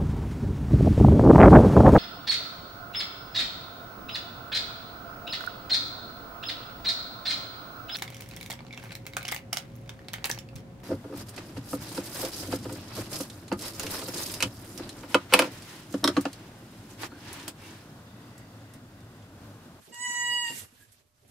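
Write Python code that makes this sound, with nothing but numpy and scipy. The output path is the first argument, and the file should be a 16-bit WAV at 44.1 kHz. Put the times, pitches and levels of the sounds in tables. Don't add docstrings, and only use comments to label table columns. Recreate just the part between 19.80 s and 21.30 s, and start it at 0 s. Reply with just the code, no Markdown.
import sys
import numpy as np
from scipy import signal
from scipy.fft import rfft, irfft
from scipy.io import wavfile

SR = 44100
rng = np.random.default_rng(int(sys.argv[2]) if len(sys.argv) > 2 else 0)


def invert_db(x):
    u = np.asarray(x, float) / 20
    return 10 ** u


def wrap_up_sound(samples):
    columns = np.atleast_2d(samples).T
    tamed = np.clip(columns, -1, 1)
    steps = np.round(tamed * 32767).astype(np.int16)
    wavfile.write(sys.argv[1], SR, steps)


N = 66150
T = np.arange(N) / SR
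PAN_DB = -3


def rms_one(x):
    return x / np.sqrt(np.mean(x ** 2) + 1e-20)


def in_time(rows):
    s, *columns = np.transpose(rows)
    return [np.interp(T, s, c) for c in columns]


def at_hz(points, hz):
    point_hz, value = np.array(points).T
    return np.interp(np.log(hz), np.log(point_hz), value)


def pan(db):
    return invert_db(np.array([db / 2, -db / 2])).reshape(2, -1)


def drift(rate_hz):
    r = np.exp(-80 * np.pi * rate_hz / SR)
    slow = signal.lfilter([1], [1, -2 * r, r * r], rng.standard_normal(N // 40 + 502))
    slow = slow[500:]
    return np.interp(np.arange(N) / 40, np.arange(len(slow)), rms_one(slow))


# (frequency [Hz], likeness [-1..1])
EAR_LIKENESS = [(30, 0.64), (100, .9), (300, 0.65), (1000, -0.15), (4000, 0.1), (12000, 0.22)]


def noise(spectrum, patchy_db):
    hz = np.maximum(np.fft.rfftfreq(N, 1 / SR), 10)
    alike = np.clip(at_hz(EAR_LIKENESS, hz), -1, 1)
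    mid, side = rfft(rng.standard_normal((2, N))) * invert_db(at_hz(spectrum, hz))
    both = np.sqrt(1 + alike) * mid + np.sqrt(1 - alike) * side * [[1], [-1]]
    place = 2 * np.log2(hz / 20)
    shared = drift(6.8)
    out = 0
    for k in range(21):
        band = irfft(both * np.maximum(1 - abs(place - k), 0), N)
        out = out + band * invert_db(patchy_db * (shared + drift(19)))
    return rms_one(out)


def swell(s, attack_s, release_s):
    return np.exp(-.5 * ((T - s) / np.where(T < s, attack_s, release_s)) ** 2)


# (time [s], level [dB], mouth opening [0..1], head turn [-1..1])
SQUEAL_COURSE = [
    (.118, -55, 0.8, -0.7),
    (.185, -48.5, 0.13, -1),
    (.225, -39.5, 0.27, 0.47),
    (.3, -38, 0.11, -0.29),
    (.43, -38, 0.37, 0.18),
    (.54, -37, 0.84, .6),
    (.63, -40, 0.8, 0.17),
    (.675, -44.5, 0.71, -.1),
    (.715, -49.5, 0.7, -.1),
]
# (time [s], second partial [Hz])
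SQUEAL_PITCH = [(.118, 1905), (.185, 1926), (.215, 1962), (.258, 1962), (.285, 1941), (.43, 1939),
                (.63, 1928), (.68, 1862), (.715, 1868)]
# (multiple, level [dB], open-mouth gain [dB], left-right [dB], left-right swing with head turn [dB])
SQUEAL_PARTIALS = [(1, -4, 0.6, -1, -4.5), (2, -1.7, -1.5, -15, -8.5), (3, -13, 19.5, -5, -10),
                   (4, -16, 3, -3, -0.5), (5, -20, 18, 2, 3.5), (6, -12.5, -15.5, -4.5, 9),
                   (7, -6.5, -12.5, 9, 1.7), (8, -1.5, -6.5, -5.5, 6.5), (9, -20, 11.5, -5, -4.5),
                   (10, -32.5, 6, 8, -8.4), (11, -32, 2, -11.5, -2.2), (12, -36.5, -0.5, -2.5, -4.3),
                   (13, -32.5, -1.5, -5.5, -7.5), (14, -25, 4.5, -5, -0.7), (15, -29, -2, -2, 1.7)]
# (frequency [Hz], density [dB per Hz])
BREATH_SPECTRUM = [(300, -26), (700, -13), (1300, -0.2), (2500, -2.5), (4000, -14.5), (7500, -1),
                   (11000, -17), (14500, -16.5)]
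JITTER, JITTER_RATE_HZ = .0022, 55
SHIMMER, SHIMMER_RATE_HZ = .16, 30
BREATH_DB, BREATH_OPEN_MOUTH_DB = -15, -11
BREAK_S, BREAK_ROUGH, STEADY = .64, 3.5, .5


def squeal():
    (hz,), (db, mouth, turn) = in_time(SQUEAL_PITCH), in_time(SQUEAL_COURSE)
    fade_in = np.clip((T - SQUEAL_COURSE[0][0]) / .01, 0, 1)
    fade_out = np.clip((SQUEAL_COURSE[-1][0] - T) / .01, 0, 1)
    crack = BREAK_ROUGH * np.clip((T - BREAK_S) / .03, 0, 1)
    rough = 1 - STEADY * np.clip(mouth, 0, 1) + crack
    jittered_hz = hz * (1 + JITTER * rough * drift(JITTER_RATE_HZ))
    phase = np.pi * np.cumsum(jittered_hz) / SR
    out = invert_db(BREATH_DB + BREATH_OPEN_MOUTH_DB * mouth) * noise(BREATH_SPECTRUM, patchy_db=1.5) * pan(PAN_DB)
    for k, level_db, open_db, pan_db, turn_db in SQUEAL_PARTIALS:
        k = round(k)
        chance = np.array([drift(SHIMMER_RATE_HZ) + 1j * drift(SHIMMER_RATE_HZ) for ear in "LR"])
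        fading = 1 + SHIMMER * np.sqrt(rough * (k - .8)) * chance
        start = rng.uniform(0, 2 * np.pi) + np.array([[0], [1]]) * rng.normal(0, 0.65) * (k - 1)
        tone = np.imag(fading * np.exp(1j * (k * phase + start)))
        gain = np.sqrt(2) * invert_db(level_db + open_db * mouth)
        out = out + gain * pan(pan_db + turn_db * turn) * tone
    return out * invert_db(db) * fade_in * fade_out


# (time [s], level [dB], attack [s], release [s])
PUFF_EVENTS = [
    (0.1446, -53, 0.0029, .012),
    (0.33, -53.5, 0.0151, 0.022),
    (.709, -47.5, 0.0025, 0.023),
    (0.773, -37.5, 0.029, .034),
    (1.026, -57.5, 0.032, .022),
    (1.122, -57, 0.0024, .018),
    (1.48, -65, 0.0026, .03),
]
# (frequency [Hz], density [dB per Hz])
PUFF_SPECTRUM = [(500, -17.5), (1200, -23), (1900, -0.5), (2500, -5.5), (5000, -7), (7600, 2),
                 (12000, -0.3), (14800, -6.5)]


def puffs():
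    level = sum(invert_db(db) * swell(s, attack_s, release_s) for s, db, attack_s, release_s in PUFF_EVENTS)
    return level * noise(PUFF_SPECTRUM, patchy_db=1.96) * pan(-7)


WHIMPER_S, WHIMPER_LENGTH_S = 1.02, 0.023
WHIMPER_HZ, WHIMPER_WIDTH_HZ, WHIMPER_DB = 1667, 110, -62


def whimper():
    edges_hz = [WHIMPER_HZ - WHIMPER_WIDTH_HZ / 2, WHIMPER_HZ + WHIMPER_WIDTH_HZ / 2]
    band = signal.butter(2, edges_hz, "band", fs=SR, output="sos")
    air = rms_one(signal.sosfilt(band, rng.standard_normal(N)))
    return invert_db(WHIMPER_DB) * swell(WHIMPER_S, WHIMPER_LENGTH_S, WHIMPER_LENGTH_S) * air * pan(PAN_DB)


# (time [s], peak [dB], frequency [Hz], T60 [s])
THUMP_EVENTS = [(0.076, -47.5, 398, 0.04), (.110, -41.5, 475, .02), (.295, -43.5, 230, 0.088),
                (0.705, -41, 254, 0.099), (.765, -40, 224, 0.055), (0.814, -49.5, 93, 0.25),
                (.925, -47.5, 243, 0.04), (1.115, -54.5, 95.2, .15), (1.415, -55.5, 94, 0.23),
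                (1.478, -58.5, 301, 0.031), (1.49, -48, 108, 0.12)]


def thumps():
    out = np.zeros(N)
    for s, db, hz, t60_s in THUMP_EVENTS:
        t = np.maximum(T - s, 0)
        onset = 1 - np.exp(-t * hz * 1.4)
        out += invert_db(db - 60 * t / t60_s) * onset * np.sin(2 * np.pi * hz * t)
    return out * pan(PAN_DB)


# (time [s], peak [dB], frequency [Hz], left-right [dB])
TICK_EVENTS = [
    (.077, -59, 6000, -5),
    (.144, -27, 7260, -13.5),
    (.705, -61, 9000, 1),
    (1.122, -54, 9500, -14),
    (1.45, -52, 2810, -3),
    (1.479, -65, 2100, -8),
]
TICK_WIDTH = .5


def ticks():
    out = np.zeros((2, N))
    for s, db, hz, pan_db in TICK_EVENTS:
        t = np.maximum(T - s, 0)
        decay = np.exp(-np.pi * TICK_WIDTH * hz * t)
        out += invert_db(db) * decay * np.sin(2 * np.pi * hz * t) * pan(pan_db)
    return out


# (time [s], level [dB])
STIR_LEVEL = [(0.0, -57), (0.062, -80.5), (0.082, -55.5), (0.15, -56.5), (0.158, -62.5), (0.284, -61),
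              (0.3, -54.5), (0.404, -62.5), (0.55, -54), (0.692, -64.5), (0.706, -44), (0.806, -62),
              (0.818, -56), (0.876, -63), (1.39, -78), (1.5, -66.5)]
# (frequency [Hz], density [dB per Hz])
STIR_SPECTRUM = [(71, -29), (120, -3.5), (188, -7), (236, -1.5), (350, -8.5), (414, -6.5), (900, -15.5),
                 (1170, -51.5), (1980, -120)]


def stirring():
    return invert_db(in_time(STIR_LEVEL)[0]) * noise(STIR_SPECTRUM, patchy_db=3.0) * pan(PAN_DB)


# (time [s], level [dB])
RUMBLE_LEVEL = [(0.0, -61.5), (0.154, -90), (0.182, -69.5), (0.37, -69), (0.454, -60), (0.76, -69),
                (0.834, -54.5), (0.914, -76), (1.082, -68), (1.394, -76), (1.42, -66), (1.5, -71.5)]
# (frequency [Hz], density [dB per Hz])
RUMBLE_SPECTRUM = [(15, -39), (25, -12.5), (27, -17), (102, 2), (130, -3), (170, -28.5), (290, -120)]


def rumble():
    return invert_db(in_time(RUMBLE_LEVEL)[0]) * noise(RUMBLE_SPECTRUM, patchy_db=2.0) * pan(PAN_DB)


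# (time [s], level [dB])
RUB_LEVEL = [(0, -65), (.07, -58.5), (.85, -50.5), (.9, -68), (.95, -58), (1.08, -65), (1.19, -61.5),
             (1.24, -81.5), (1.4, -76), (1.5, -64)]
# (frequency [Hz], density [dB per Hz])
CLOTH_SPECTRUM = [(410, -40), (700, -7), (1320, -6.5), (1660, -5.5), (2470, -7.5), (13200, -10.5),
                  (14600, -40)]


def cloth():
    return invert_db(in_time(RUB_LEVEL)[0]) * noise(CLOTH_SPECTRUM, patchy_db=2.5) * pan(PAN_DB)


# (frequency [Hz], density [dB per Hz])
AIR_SPECTRUM = [(25, -4), (100, -4), (450, -19), (900, -14), (2000, -19), (8000, -20.5), (14800, -24)]
AIR_DB, HUM_HZ, HUM_DB = -71, 600, -81.5


def room_air():
    air = invert_db(AIR_DB) * noise(AIR_SPECTRUM, patchy_db=1.4)
    hum = invert_db(HUM_DB) * np.sin(2 * np.pi * HUM_HZ * T)
    return (air + hum) * pan(PAN_DB)


ROOM_DB, ROOM_T60_S, ROOM_LOW_HZ, WALL_HZ = -2.5, .33, 1500, 9000


def room(x):
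    t = np.arange(int(.6 * SR)) / SR
    tail = rng.standard_normal((2, len(t))) * invert_db(-60 * t / ROOM_T60_S) * (t > .003)
    tail = signal.sosfilt(signal.butter(1, [ROOM_LOW_HZ, WALL_HZ], "band", fs=SR, output="sos"), tail)
    tail = tail / np.sqrt(np.sum(tail ** 2, axis=1, keepdims=True))
    return invert_db(ROOM_DB) * signal.fftconvolve(tail, x.mean(0)[None], axes=1)[:, :N]


def scene():
    near = squeal() + thumps() + ticks()
    puppy = near + room(near) + puffs() + whimper()
    bedding = stirring() + rumble() + cloth()
    return puppy + bedding + room_air()


def roll_off(x):
    return signal.sosfilt(signal.butter(12, 14800, fs=SR, output="sos"), x)


def record(dry):
    top_hz = 14800 * 1.05
    mix = signal.sosfilt(signal.cheby2(12, 70, top_hz, fs=SR, output="sos"), dry)
    return roll_off(mix)


dry = scene()
out = record(dry)
wrap_up_sound(out)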